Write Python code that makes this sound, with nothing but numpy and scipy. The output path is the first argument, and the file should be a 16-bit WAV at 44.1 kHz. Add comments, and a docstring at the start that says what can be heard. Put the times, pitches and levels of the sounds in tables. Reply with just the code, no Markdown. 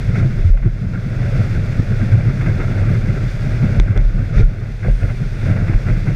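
"""A hollow paddle board drums in the chop and wind of a fast river, heard from a camera on its nose.
Water gurgles at the bow as it traps air, and throws spray on the camera's waterproof case.
Behind it hiss the countless bursting bubbles of a rapid. Waves thump the hull, sheets of water slide
past, the mount clicks and foam fizzes. The camera's limiter turns everything down after heavy blows."""
import sys
import numpy as np
from scipy import signal
from scipy.fft import rfft, irfft
from scipy.io import wavfile
from scipy.ndimage import uniform_filter1d, minimum_filter1d

SR = 44100
rng = np.random.default_rng(int(sys.argv[2]) if len(sys.argv) > 2 else 0)


def digitize_waveform(pressure):
    """Quantize a signal to 16-bit integers and store it at the path in sys.argv[1].

    Rows of a 2-D input are taken as channels; values are limited to [-1, 1].
    """
    field = np.atleast_2d(pressure).T
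    bounded = np.clip(field, -1, 1)
    quanta = np.round(bounded * 32767).astype(np.int16)
    wavfile.write(sys.argv[1], SR, quanta)


N = 271215
T = np.arange(N) / SR


def undb(db):
    """Turn decibels into a number to multiply by."""
    return 10 ** (np.asarray(db) / 20)


def unit(x):
    """Scale to an average strength (rms) of 1."""
    return x / np.sqrt(np.mean(x ** 2))


def level_curve(table):
    """Join (t/s, level/dB) points into a smooth volume curve."""
    times, db = np.transpose(table)
    return undb(np.interp(T, times, db))


def colour(x, points):
    """Shape the tone with (f/Hz, level/dB) points, falling steeply beyond both ends; rms 1."""
    hz, db = np.transpose(points)
    bins = np.maximum(np.arange(N // 2 + 1) * SR / N, 1)
    shape = undb(np.interp(np.log(bins), np.log(hz), db))
    edges = np.minimum(1, np.minimum(bins / hz[0], hz[-1] / bins)) ** 4
    return unit(irfft(rfft(x) * shape * edges, N))


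def wander(rate):
    """A random curve that changes course about rate times a second; rms 1."""
    steps = rng.standard_normal(4096)
    return unit(np.interp(T * rate, np.arange(len(steps)), steps))


def even(x, span_s):
    """Take out swells slower than span_s, keeping the quick flutter."""
    size = max(int(span_s * SR), 2)
    return x / np.sqrt(uniform_filter1d(uniform_filter1d(x ** 2, size), size) + 1e-9)


def swell(s, rise_s, fall_s):
    """A bell-shaped curve that rises to 1 at time s and falls again."""
    width_s = np.where(T < s, rise_s, fall_s)
    return np.exp(-np.minimum(((T - s) / width_s) ** 2, 50))


def add(out, s, sound):
    """Mix a sound in at time s."""
    start = max(int(s * SR), 0)
    out[start:start + len(sound)] += sound[:max(N - start, 0)]


def drops(rate, spread_db):
    """Tiny impacts of random strength, about rate of them a second; rms 1."""
    hits = rng.random(N) < rate / SR
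    signs = np.sign(rng.standard_normal(N))
    strengths = undb(spread_db * np.minimum(rng.standard_normal(N), 2))
    return unit(hits * signs * strengths)


def bubble(hz, cycles, glide):
    """Trapped air rings for some cycles, its pitch rising as it nears the surface."""
    age = np.linspace(0, 1, int(cycles * SR / hz))
    tone = np.sin(2 * np.pi * cycles * age * (1 + glide * age / 2))
    return tone * np.exp(-np.log(100) * age) * (1 - np.exp(-2 * cycles * age))


def bubbles(low_hz, high_hz, cycles, spread_db, count):
    """A swarm of bubbles of random size at random moments; rms 1."""
    out = np.zeros(N)
    for when, pitch, strength in rng.random((count, 3)):
        hz = low_hz * (high_hz / low_hz) ** pitch
        add(out, when * N / SR, undb(spread_db * strength) * bubble(hz, cycles, glide=0.13))
    return unit(out)


# how rough the water is under the board: t/s, level/dB
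CHOP = [(0, -3), (.4, -3.5), (.78, 0.5), (1.05, 0), (1.28, 2.5), (1.85, -0.5), (2.25, 0), (2.85, 1.1),
        (3.24, 1.6), (3.33, -6.5), (3.43, 2.5), (3.85, 2.5), (4.3, 0), (4.62, 0), (4.78, -5), (5.33, -6.5),
        (5.62, 2), (6.15, -2.5)]
# small waves slapping the bow: peak t/s, drumming level/dB, splash level/dB, rise time/s
LAPS = [(0.099, -10, -38.5, 0.022), (0.201, -11.5, -30.5, 0.064), (0.664, -11, -30, 0.037),
        (.845, -10, -37, 0.033), (.95, -11.5, -31.5, 0.036), (1.392, -13.5, -46, 0.036),
        (1.569, -10.5, -34, 0.034), (1.789, -11, -35.5, 0.026), (1.918, -12, -32.5, .018),
        (2.02, -10.5, -31, 0.018), (2.161, -14, -31.5, 0.083), (2.293, -11, -32, 0.043),
        (2.485, -11, -28.5, .025), (2.619, -27, -29.5, .035), (2.93, -13, -34, 0.067),
        (3.089, -16.5, -33.5, 0.028), (3.176, -27, -30, 0.016), (3.62, -15, -43, 0.039),
        (3.739, -20, -37, 0.091), (3.974, -12.5, -24.5, 0.032), (4.21, -13, -33, 0.029),
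        (4.399, -9, -25.5, 0.043), (4.869, -11, -27, 0.04), (5.04, -14, -29.5, 0.031),
        (5.105, -18, -33, 0.025), (5.215, -16.5, -37, 0.018), (5.489, -14, -29, 0.068),
        (5.705, -12, -29.5, 0.041), (5.9, -11, -29, 0.022), (6.089, -12, -29.5, 0.027)]

def chop_and_laps():
    """Volume curves for drumming, gurgle and spray: they follow the chop and swell with each wave."""
    chop = level_curve(CHOP) * undb(1.52 * wander(rate=17))  # with small random ripples
    slap_power, splash_power = np.zeros(N), np.zeros(N)
    for s, drum_db, splash_db, rise_s in LAPS:
        lap = swell(s, rise_s, fall_s=1.06 * rise_s)
        slap_power += (undb(drum_db) * lap) ** 2
        splash_power += (undb(splash_db) * lap) ** 2
    splash = np.sqrt(splash_power)
    thrown = undb(-5) * np.interp(T + 0.005, T, splash)  # spray is weaker and flies a little earlier
    drumming = np.hypot(undb(-18.5) * chop, np.sqrt(slap_power))  # hypot adds two levels by their power
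    gurgle = np.hypot(undb(-34.5) * chop, splash)
    spray = np.hypot(undb(-40) * chop, thrown)
    return drumming, gurgle, spray


# deep rumble of the board bending: f/Hz, level/dB
FLEX_TONE = [(10, -20), (20, -11.5), (30, 0.5), (39, -3.5), (45, -4), (53, -26.5), (75, -34.5)]
# boom of the hollow hull: f/Hz, level/dB
HULL_TONE = [(45, -37.5), (60, -19), (85, -5.5), (100, 1.5), (113, -0.5), (128, -3), (145, -8.5),
             (185, -10.5), (250, -23.5), (340, -37.5)]

def board(drumming):
    """Chop and wind shake the board: a deep rumble and a drumming hull, the loudest peaks rounded off."""
    flex = even(colour(rng.standard_normal(N), FLEX_TONE), span_s=0.13)
    buffeting = rng.standard_normal(N) * undb(2.25 * wander(45))
    hull = even(colour(buffeting, HULL_TONE), span_s=0.06)
    sound = undb(-21.5) * flex + drumming * hull
    ceiling = undb(-3.2)
    return sound / (1 + (sound / ceiling) ** 6) ** (1 / 6)


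# churning water, heard inside the case: f/Hz, level/dB
GURGLE_TONE = [(170, 2), (270, -1.5), (390, -0.5), (480, -3.5), (600, -2.5), (700, -9), (900, -22),
               (1300, -39)]
# droplets landing on the case: f/Hz, level/dB
SPRAY_TONE = [(650, 0.5), (1000, -9.5), (1230, -4.5), (1400, 4), (1580, 2), (1780, -5.5), (2100, 1.5),
              (2400, -7), (2750, -11), (3080, -32), (3480, -19.5), (4000, -37.5), (6000, -35.5),
              (12000, -50)]

def bow_wave(gurgle, spray):
    """Water folds over at the bow in quick surges, trapping bubbles and throwing droplets on the case."""
    surge = wander(60)
    big_bubbles = bubbles(low_hz=255.4, high_hz=870, cycles=15.8, spread_db=5.5, count=700)
    churn = drops(rate=2500, spread_db=3.5) + undb(-17) * big_bubbles
    churn = colour(churn * undb(0.41 * surge), GURGLE_TONE)
    small_bubbles = bubbles(low_hz=1129, high_hz=2852, cycles=68, spread_db=20, count=700)
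    splash = drops(rate=6000, spread_db=2.5) + undb(-19) * small_bubbles
    splash = colour(splash * undb(1.3 * surge + wander(210)), SPRAY_TONE)
    return gurgle * even(churn, span_s=0.042) + spray * even(splash, span_s=0.059)


# how loud the rapid is: t/s, level/dB
RAPID_LEVEL = [(0, -39.7), (.4, -43), (1.4, -39.5), (2.5, -40.5), (3.1, -40.5), (3.3, -39), (4.3, -41.5),
               (5.8, -41.5), (6.15, -40.5)]
# hiss of the rapid: f/Hz, level/dB
RAPID_TONE = [(500, 13), (1000, 3), (1500, 10.5), (2400, 9.5), (3080, -2), (3480, 4.5), (3900, -0.5),
              (4900, 0), (6400, -5), (7600, -11.5), (9300, -12.5), (11000, -22), (13400, -17.5),
              (15000, -32.5)]

def rapid():
    """White water further off: countless bursting bubbles merge into a hiss."""
    bursts = drops(rate=16000, spread_db=3) * undb(0.57 * wander(50))
    return level_curve(RAPID_LEVEL) * colour(bursts, RAPID_TONE)


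# sharp spurts of spray: t/s, level/dB, fade time/s
SPURTS = [(0.152, -29, 0.027), (.572, -23, 0.0081), (0.623, -24.5, 0.0068), (.935, -28, 0.03),
          (2.408, -24.5, 0.014), (2.459, -31.5, 0.028), (2.598, -30, 0.04), (3.872, -27, 0.028),
          (3.963, -23, 0.0066), (4.826, -30, 0.023), (5.03, -27, 0.0049), (5.563, -27, 0.011),
          (5.733, -22, 0.0052), (5.864, -30, .025)]

def spurts():
    """A volume curve for extra spray: each spurt hits the case at once and patters out."""
    out, t = np.zeros(N), T[:SR // 5]
    for s, db, fade_s in SPURTS:
        add(out, s, undb(db) * np.exp(-t / fade_s) * (1 - np.exp(-t / 0.002)))
    return out


# sheets of water sliding over the nose: peak t/s, level/dB, rise time/s
SHEETS = [(.19, -39, 0.044), (4.4, -33.5, 0.052), (5.48, -42.5, 0.075)]
# hiss of a sliding sheet: f/Hz, level/dB
SHEET_TONE = [(900, -5), (1500, 3), (2400, 13), (3080, -7.5), (3500, 4), (4200, -4.5), (6200, -3),
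              (7400, -19.5), (9300, -16), (12000, -31)]

def sheets():
    """A sheet of water builds up over the nose, hisses past the case and is gone."""
    level = sum(undb(db) * swell(s, rise_s, fall_s=0.022) for s, db, rise_s in SHEETS)
    hiss = colour(drops(rate=7300, spread_db=2.5), SHEET_TONE)
    return level * even(hiss, span_s=0.03)


# waves striking the hull: t/s, level/dB, f/Hz, rise time/s
THUMPS = [(0.244, -7.5, 132, 0.012), (0.388, -8, 30.8, 0.019), (0.446, -3, 86.2, 0.014),
          (0.5, 4.5, 36.2, 0.023), (0.601, -6, 37.4, 0.042), (0.659, 3, 107, 0.0079),
          (2.115, -6.5, 110.6, 0.024), (3.785, 2.5, 39.1, 0.023), (3.895, -1.5, 98, 0.0097),
          (3.955, -1, 38, 0.031), (4.038, -1.5, 37, 0.025), (4.125, -6, 35, 0.023), (4.361, -1, 40.4, .014),
          (4.396, -6.5, 122.2, 0.017), (4.428, 3.5, 34, 0.017), (4.873, -3, 39.1, 0.033),
          (5.019, -11, 41.2, 0.032), (5.495, -10, 111, 0.02), (5.744, -3, 32.5, 0.016),
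          (5.901, -11, 35, 0.023)]

def thumps():
    """Each wave sets off one of the board's own low notes, which swells and dies away."""
    out, t = np.zeros(N), T[:SR // 2]
    for s, db, hz, rise_s in THUMPS:
        rise_and_fade = t / rise_s * np.exp(1 - t / rise_s)
        add(out, s, undb(db) * rise_and_fade * np.sin(2 * np.pi * hz * t))
    return out


# big air pockets collapsing under the bow: t/s, level/dB, f/Hz
GLUGS = [(0.248, -19.5, 324), (.388, -21.5, 380), (0.542, -18, 540), (.657, -12, 340), (2.587, -22, 290),
         (3.961, -14.5, 423), (4.412, -16, 435), (4.847, -20, 640), (4.883, -11, 543)]

def glugs():
    """Single large bubbles stand out of the gurgle, their loudness wobbling as they collapse."""
    out = np.zeros(N)
    for s, db, hz in GLUGS:
        add(out, s, undb(db) * bubble(hz, cycles=18, glide=0.046))
    return out * undb(3.5 * wander(190))


# clicks of the camera mount: t/s, level/dB
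CLICKS = [(3.799, -7), (3.9756, -9), (4.013, -25), (4.05, -23)]
# notes that the mount and case ring with: f/Hz, relative level/dB, fade time/s (to fall by 60 dB)
MOUNT_NOTES = [(340, 14, 0.015), (590, 0, 0.02), (960, -10, 0.0065), (1340, -3, 0.014), (1880, -6, .009),
               (2360, -8, 0.015), (3500, 2.5, 0.011), (5970, -5.5, 0.0077), (8600, -13, 0.0043)]
# crack of the slipping joint: f/Hz, level/dB
CRACK_TONE = [(500, -4), (1400, 13), (2500, 7), (3700, -4), (4600, -3), (6200, -8), (7400, -19),
              (8700, -15), (11000, -36)]

def mount_clicks():
    """The jolted mount slips in its joint with a crack and rings the plastic case briefly."""
    out, t = np.zeros(N), T[:SR // 20]
    ring = np.zeros(len(t))
    for k, (hz, db, fade_s) in enumerate(MOUNT_NOTES):
        fade = np.exp(-np.log(1000) * t / fade_s)
        ring += (-1) ** k * undb(db) * np.sin(2 * np.pi * hz * t) * fade  # every other note is flipped
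    ring *= 1 - np.exp(-t / 0.00056)  # soften the start
    ring /= np.abs(ring).max()
    grit = colour(rng.standard_normal(N), CRACK_TONE)
    for s, db in CLICKS:
        crack = grit[int(s * SR):][:len(t)] * np.exp(-t / 0.00071) * (1 - np.exp(-t / 0.0003))
        add(out, s, undb(db) * (ring + undb(1) * crack))
    return out


# patches of foam on the deck: peak t/s, level/dB, rise time/s, fall time/s
FOAM_PATCHES = [(4.94, -62, 0.1, .28), (5.49, -64, .15, .06)]
# high fizz of the foam: f/Hz, level/dB
FOAM_TONE = [(7000, -18), (8400, 5), (9700, 1), (10500, -17), (13300, -11), (14500, -22.5)]

def foam():
    """The finest bubbles burst right next to the case."""
    level = sum(undb(db) * swell(s, rise_s, fall_s) for s, db, rise_s, fall_s in FOAM_PATCHES)
    return level * colour(drops(rate=7000, spread_db=3), FOAM_TONE)


def scene():
    """The board, the mount and the water all reach one microphone."""
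    drumming, gurgle, spray = chop_and_laps()
    solid = board(drumming) + thumps() + mount_clicks()
    water = bow_wave(gurgle, np.hypot(spray, spurts())) + glugs() + sheets() + foam() + rapid()
    return (solid + water)[None]


def limiter(x, ceiling_db, hold_s, release_db_per_s):
    """Turn down at once for a peak over the ceiling, hold, then come back up slowly."""
    over_db = np.maximum(20 * np.log10(np.abs(x) + 1e-9) - ceiling_db, 0)
    half_hold = int(hold_s * SR / 2)
    held_db = -minimum_filter1d(-over_db, 2 * half_hold + 1, origin=half_hold)  # largest recent excess
    cut_db = np.maximum.accumulate(held_db + release_db_per_s * T) - release_db_per_s * T
    smooth_gain_db = uniform_filter1d(minimum_filter1d(-cut_db, size=129), size=129)
    return x * undb(smooth_gain_db)


def record(dry):
    """The camera holds down the peaks and cuts the highest treble."""
    limited = limiter(dry[0], ceiling_db=-1.84, hold_s=0.16, release_db_per_s=11.5)
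    treble_cut = signal.ellip(8, 0.2, 70, 15200, fs=SR, output="sos")  # above 15200 Hz
    return signal.sosfilt(treble_cut, limited)[None]


dry = scene()
out = record(dry)
digitize_waveform(out)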